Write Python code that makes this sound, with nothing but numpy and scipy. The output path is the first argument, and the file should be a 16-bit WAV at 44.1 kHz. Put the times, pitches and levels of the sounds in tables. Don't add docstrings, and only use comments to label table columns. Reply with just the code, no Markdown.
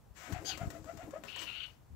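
import sys
import numpy as np
from scipy import signal
from scipy.fft import rfft, irfft
from scipy.io import wavfile
from scipy.ndimage import uniform_filter1d

SR = 44100
rng = np.random.default_rng(int(sys.argv[2]) if len(sys.argv) > 2 else 0)


def unload_wav(signal):
    wavfile.write(
        sys.argv[1],
        SR,
        np.round(np.clip(np.atleast_2d(signal).T, -1, 1) * 32767).astype(np.int16),
    )


N = 85995
T = np.arange(N) / SR

# freq_hz, relative_level_db (normalised by colour()).
GARDEN_SPECTRUM = [(20, -0.5), (45, 9.5), (75, 4), (130, -2), (220, -12.5), (450, -17.5), (900, -18),
                   (2000, -30.5), (4000, -35.5), (7500, -34.5), (9000, -39), (15500, -36)]
GARDEN_LEFT_DB, GARDEN_RIGHT_DB, GARDEN_CORRELATION = -55, -57.5, 0.34
# centre_s, peak_spacing_s, peak_db, left_over_right_db
PUFFS = [(.115, 0.0067, -37.5, 18), (0.3254, 0.0032, -29.5, 17), (0.3362, 0.0043, -24, 25),
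         (0.366, .005, -31, 30), (0.396, 0.0054, -33, 17), (.617, 0.0035, -29, 20),
         (0.636, 0.0031, -27, 32), (0.659, 0.003, -31.5, 11), (0.676, 0.0035, -25, 25),
         (0.679, 0.0048, -52.5, -23.5), (0.803, 0.0053, -39.5, 17), (.823, 0.0044, -40.5, 18),
         (0.857, 0.0056, -41, 24), (0.953, 0.0028, -40.5, 17), (0.982, 0.0056, -38.5, 23),
         (1.045, 0.0048, -55, -17.5)]
ENTRY_START_S, ENTRY_RISE_S = 0.13, 0.042
# centre_s, stroke_length_s, whistle_hz, glide_hz_per_s, whistle_db, overtone_db, swish_db,
# hiss_db, left_over_right_db (whistle fundamental)
DOWNSTROKES = [(0.176, .05, 888, -3000, -69, 23, -56, -57.5, 22),
               (0.256, 0.078, 717, -1400, -55, -19, -48, -56.5, 8),
               (.362, 0.066, 720, -700, -43, -0.5, -47, -60.5, 9.5),
               (0.498, .045, 795, 1016, -43.5, 9, -65, -55, 15),
               (.622, 0.054, 686, -900, -43, 3, -51, -56.5, 6.5),
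               (0.755, 0.05, 679.4, -1000, -49, 3.5, -59, -60, 14),
               (0.895, .05, 694, 895.5, -43.5, 3.5, -58, -60, 10),
               (1.015, .058, 695.7, 499, -44.5, 0, -54, -61.5, 7.5),
               (1.155, 0.047, 626.3, 3203.5, -42.5, 0.5, -58, -64.5, 5)]
WHISTLE_PARTIALS_DB = [2, -11, -18.5, -29.5]
WHISTLE_ARCH_PER_S2, WHISTLE_JITTER_RMS, WHISTLE_FLUTTER_RMS_DB = 72, 0.0391, 4
SWISH_SPECTRUM = [(200, -30), (480, -9.5), (700, 1.5), (1050, 1), (1600, 5.5), (2200, 4), (3200, -5.5),
                  (6000, -24), (15000, -47)]
HISS_SPECTRUM = [(500, 0.5), (2000, -0.5), (3700, -2.5), (6000, 1.5), (7600, 5), (8600, -11), (12000, -7.5),
                 (15500, -8.5)]
# centre_s, rustle_length_s, level_db
RUSTLES = [(0.223, .04, -59.5), (1.292, 0.061, -52.5), (1.381, 0.02, -54), (1.424, 0.029, -45),
           (1.475, 0.11, -54), (1.657, 0.11, -60.5)]
RUSTLE_SPECTRUM = [(100, 7), (350, 7.5), (900, 5.5), (1600, 5.5), (4200, 2.5), (6000, 0.5), (7900, -5),
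                   (8800, -8.5), (15500, -8.5)]
# start_s, level_db, decay_s
FLICKS = [(.272, -65, .004), (.322, -37, 0.011), (.4475, -43, 0.013), (.574, -36.5, 0.0068),
          (.7025, -39, 0.0084), (.8426, -47, 0.0043), (.857, -53.5, 0.0022), (.972, -45, 0.0077),
          (1.107, -48.5, 0.0085)]
FLICK_SPECTRUM = [(150, 8), (700, 7.5), (1800, 3), (3500, -4.5), (6000, -2.5), (7800, -0.5), (8800, -13.5),
                  (15500, -9.5)]
# start_s, level_db, decay_s
KNOCKS = [(1.237, -38, 0.005), (1.249, -48.5, 0.016), (1.361, -37, 0.0063), (1.417, -44, 0.0068)]
KNOCK_SPECTRUM = [(100, -7), (350, 9.5), (800, 12.5), (1700, 12), (3000, 3.5), (5500, -3), (7600, 4),
                  (8800, -13), (15500, -7)]
# centre_s, half_width_s, hum_hz, level_db, left_over_right_db
UPSTROKES = [(0.309, 0.031, 271.3, -41, 7), (0.43, 0.042, 320, -45.5, 9), (.548, 0.046, 330, -53, 4),
             (0.67, 0.12, 299.7, -51, 5), (0.784, 0.067, 300, -52.5, 8), (0.864, 0.028, 280, -51.5, 9),
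             (0.94, 0.033, 277.4, -50, 8), (1.044, .02, 290, -48, 5), (1.085, 0.028, 300, -46, 8),
             (1.205, 0.1, 290, -57, 2.5)]
HUM_AIR_SPECTRUM = [(40, -24), (100, -1.5), (300, -5), (500, -3), (900, -13), (3000, -34)]
HUM_JITTER_RMS, HUM_AIR_DB = 0.15, -4
# time_s, pitch_hz, level_db,
# brightness_db (per partial above the second, held from the fourth)
SQUAWK = [(.445, 1557, -62, -5), (.46, 1591, -38, 0.5), (.484, 1640, -34.5, 2.5), (.5, 1620, -33, -3.5),
          (.518, 1506, -38.5, -6.5), (.538, 1311, -43.5, -16), (.56, 1070, -49, -14)]
RASP = [(1.274, 1373, -64, -2), (1.284, 1380, -46, 0), (1.33, 1485, -45, -8), (1.404, 1470, -40.5, 5),
        (1.462, 1436, -48.5, 0), (1.476, 1404, -37, -18), (1.535, 1404, -45, -14), (1.55, 1446, -40.5, -8),
        (1.598, 1489, -44.5, 2), (1.604, 1520, -34, -23), (1.613, 1509, -41.5, -11),
        (1.641, 1472, -37.5, 7.5), (1.655, 1448, -43.5, -14), (1.664, 1480, -50, 16)]
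SQUAWK_PARTIALS_DB = [-16, -5.5, -1.5, -2, -29, -22.5, -23.5, -33]
RASP_PARTIALS_DB = [-21, -3, -20, -38]
SQUAWK_HISS_SPECTRUM = [(500, -6), (1600, -12), (2300, -6), (3300, -1.5), (4600, 6), (5700, -15),
                        (6900, -5), (7600, -4), (8700, -21), (11000, -10), (15500, -16)]
RASP_HISS_SPECTRUM = [(500, -29), (1350, -6.5), (1800, -5), (2400, 8.5), (2950, 5), (3600, 4.5),
                      (4400, 2.5), (5100, -29), (7600, -16), (8700, -36), (15500, -29)]
# centre_s, gust_length_s, level_db
GUSTS = [(0.557, 0.099, -52.5), (.73, 0.072, -51.5), (1.827, 0.026, -60), (1.94, 0.064, -49)]
GUST_SPECTRUM = [(30, -28), (70, 3.5), (160, -10), (300, -20), (800, -49), (3000, -56)]
# centre_s, squeak_length_s, pitch_hz, glide_hz_per_s, level_db
SQUEAKS = [(1.285, 0.023, 5100, -6000, -55), (1.394, .011, 5880, 240000, -44),
           (1.415, 0.025, 7700, -8000, -47)]
# delay_s, level_db
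REFLECTIONS = [(.0049, -17), (0.012, -16)]
ECHO_T60_S, ECHO_RISE_S, ECHO_DB, ECHO_RIGHT_DB = 0.21, 0.0082, -10, -7.5
LOW_CUT_HZ, TOP_HZ = 75.5, 15650


def undb(db):
    return 10 ** (np.asarray(db) / 20)


def colour(x, spectrum):
    hz, db = np.array(spectrum, float).T
    bin_hz = np.arange(N // 2 + 1) * SR / N
    gain = undb(np.interp(np.log(bin_hz + 1), np.log(hz), db))
    return irfft(rfft(x) * gain / np.sqrt(np.mean(gain ** 2)), N)


def noise(spectrum):
    return colour(rng.standard_normal(N), spectrum)


def wander(rate_hz):
    bin_hz = np.arange(N // 2 + 1) * SR / N
    lowpass = 1 / np.sqrt(1 + (bin_hz / rate_hz) ** 4)
    x = irfft(rfft(rng.standard_normal(N)) * lowpass, N)
    return x / x.std()


def swell(centre_s, half_width_s):
    return np.exp(-2 * ((T - centre_s) / half_width_s) ** 2)


def phase_of(pitch_hz):
    return 2 * np.pi * np.cumsum(pitch_hz) / SR


def place(x, left_over_right_db):
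    return np.array([x, x * undb(-left_over_right_db)])


def garden():
    shared = np.sqrt(GARDEN_CORRELATION) * noise(GARDEN_SPECTRUM)
    own = np.sqrt(1 - GARDEN_CORRELATION) * np.array([noise(GARDEN_SPECTRUM), noise(GARDEN_SPECTRUM)])
    return (shared + own) * undb([[GARDEN_LEFT_DB], [GARDEN_RIGHT_DB]])


def puffs():
    out = 0
    for centre_s, peak_spacing_s, peak_db, left_db in PUFFS:
        u = 2 * (T - centre_s) / peak_spacing_s
        pressure = -u * np.exp((1 - u ** 2) / 2)
        out = out + place(pressure * undb(peak_db), left_db)
    return out


def downstrokes():
    out = 0
    swish = noise(SWISH_SPECTRUM)
    hiss = noise(HISS_SPECTRUM) * undb(1.6 * wander(200))
    for (centre_s, length_s, hz, glide_hz_per_s, whistle_db, overtone_db,
         swish_db, hiss_db, left_db) in DOWNSTROKES:
        dt = np.clip(T - centre_s, -length_s, length_s)
        bend = 1 - WHISTLE_ARCH_PER_S2 * dt ** 2 + WHISTLE_JITTER_RMS * wander(161.3)
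        phase = phase_of((hz + glide_hz_per_s * dt) * bend)
        flutter_db = WHISTLE_FLUTTER_RMS_DB * wander(68)
        env = undb(whistle_db + flutter_db) * swell(centre_s, 0.65 * length_s)
        for k, partial_db in enumerate(WHISTLE_PARTIALS_DB):
            gain = undb(partial_db + overtone_db * (k > 0))
            out = out + place(gain * np.sin((k + 1) * phase) * env, left_db + 6 * k)
        swish_env = undb(swish_db) * swell(centre_s, 0.94 * length_s)
        hiss_env = undb(hiss_db) * swell(centre_s, 1.73 * length_s)
        out = out + place(swish * swish_env, 74) + place(hiss * hiss_env, 38)
    return out


def rustles():
    env = sum(undb(db) * swell(centre_s, 1.21 * length_s) for centre_s, length_s, db in RUSTLES)
    catches = rng.standard_normal(N) * undb(2.3 * wander(900))
    return place(colour(env * catches / catches.std(), RUSTLE_SPECTRUM), 21)


def cracks(table, spectrum, attack_s, left_db):
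    env = 0
    for start_s, db, decay_s in table:
        attack = np.clip((T - start_s) / attack_s, 0, 1)
        decay = np.exp(-np.maximum(T - start_s - attack_s, 0) / decay_s)
        env = env + undb(db) * attack * decay
    return place(colour(env * rng.standard_normal(N), spectrum), left_db)


def upstrokes():
    out = 0
    air = noise(HUM_AIR_SPECTRUM) * undb(HUM_AIR_DB)
    for centre_s, half_width_s, hz, db, left_db in UPSTROKES:
        tone = np.sin(phase_of(hz * (1 + HUM_JITTER_RMS * wander(79.3))))
        out = out + place(undb(db) * (tone + air) * swell(centre_s, half_width_s), left_db)
    return out


def harsh_call(curve, partials_db, hiss_spectrum, jitter_rms, jitter_hz, smear_rad,
               rough_db, rough_hz, hiss_db, left_db):
    at_s, hz, level_db, brightness_db = np.array(curve).T
    phase = phase_of(np.interp(T, at_s, hz) * (1 + jitter_rms * wander(jitter_hz)))
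    tilt_db = np.interp(T, at_s, brightness_db)
    tone = 0
    for k, partial_db in enumerate(partials_db):
        gain = undb(partial_db + np.clip(k - 1, 0, 2) * tilt_db)
        tone = tone + gain * np.sin((k + 1) * phase + smear_rad * wander(187))
    tone = tone / np.sqrt(uniform_filter1d(tone ** 2, size=900))
    pulse = np.sin(phase_of(rough_hz * (1 + 0.194 * wander(110))))
    pulse_gain = undb(rough_db * (pulse + 0.42 * wander(47)))
    voice = (tone + undb(hiss_db) * noise(hiss_spectrum)) * pulse_gain
    env = undb(np.interp(T, at_s, level_db, left=-150, right=-150))
    return place(voice / voice.std() * env, left_db)


def gusts():
    env = sum(undb(db) * swell(centre_s, 0.94 * length_s) for centre_s, length_s, db in GUSTS)
    return env * np.array([noise(GUST_SPECTRUM), noise(GUST_SPECTRUM)])


def squeaks():
    out = 0
    for centre_s, length_s, hz, glide_hz_per_s, db in SQUEAKS:
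        dt = np.clip(T - centre_s, -length_s, length_s)
        pitch_hz = (hz + glide_hz_per_s * dt) * (1 + 0.0243 * wander(424))
        out = out + np.sin(phase_of(pitch_hz)) * undb(db) * swell(centre_s, 0.97 * length_s)
    return place(out, 38)


def echoes(x):
    env = undb(-60 * T / ECHO_T60_S) * np.clip(T / ECHO_RISE_S, 0, 1)
    env = env / np.sqrt(np.sum(env ** 2))
    left_tail = noise([(100, 3.5), (600, 4.5), (3000, 4.5), (7000, -4.5), (15000, -2)])
    right_tail = noise([(100, 27), (600, 9), (3000, 2.5), (7000, -13), (15000, -9)]) * undb(ECHO_RIGHT_DB)
    tails = [left_tail, right_tail]
    wet = np.array([signal.fftconvolve(x, tail * env)[:N] for tail in tails]) * undb(ECHO_DB)
    treble = signal.sosfilt(signal.butter(2, 1200, "high", fs=SR, output="sos"), x)
    near = sum(undb(db) * np.interp(T - delay_s, T, treble) for delay_s, db in REFLECTIONS)
    return wet + place(near, 51)


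def scene():
    flicks = cracks(FLICKS, FLICK_SPECTRUM, attack_s=0.001, left_db=30)
    knocks = cracks(KNOCKS, KNOCK_SPECTRUM, attack_s=0.00041, left_db=31)
    pigeon = downstrokes() + rustles() + flicks + upstrokes() + knocks + squeaks()
    entry_gain = np.clip((T - ENTRY_START_S) / ENTRY_RISE_S, 0, 1) ** 2
    squawk = harsh_call(SQUAWK, SQUAWK_PARTIALS_DB, SQUAWK_HISS_SPECTRUM, jitter_rms=0.016, jitter_hz=225,
                        smear_rad=1.16, rough_db=2.5, rough_hz=197.2, hiss_db=-9, left_db=28)
    rasp = harsh_call(RASP, RASP_PARTIALS_DB, RASP_HISS_SPECTRUM, jitter_rms=0.02576, jitter_hz=206.5,
                      smear_rad=1.0, rough_db=3.5, rough_hz=257.5, hiss_db=-7, left_db=26)
    birds = pigeon * entry_gain + squawk + rasp
    return birds + echoes(birds[0]) + puffs() + gusts() + garden()


def record(dry):
    bin_hz = np.arange(N // 2 + 1) * SR / N
    highpass = bin_hz ** 2 / np.sqrt(bin_hz ** 4 + LOW_CUT_HZ ** 4)
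    thinned = irfft(rfft(dry) * highpass, N)
    return signal.sosfilt(signal.ellip(10, 0.2, 70, TOP_HZ, fs=SR, output="sos"), thinned)


dry = scene()
out = record(dry)
unload_wav(out)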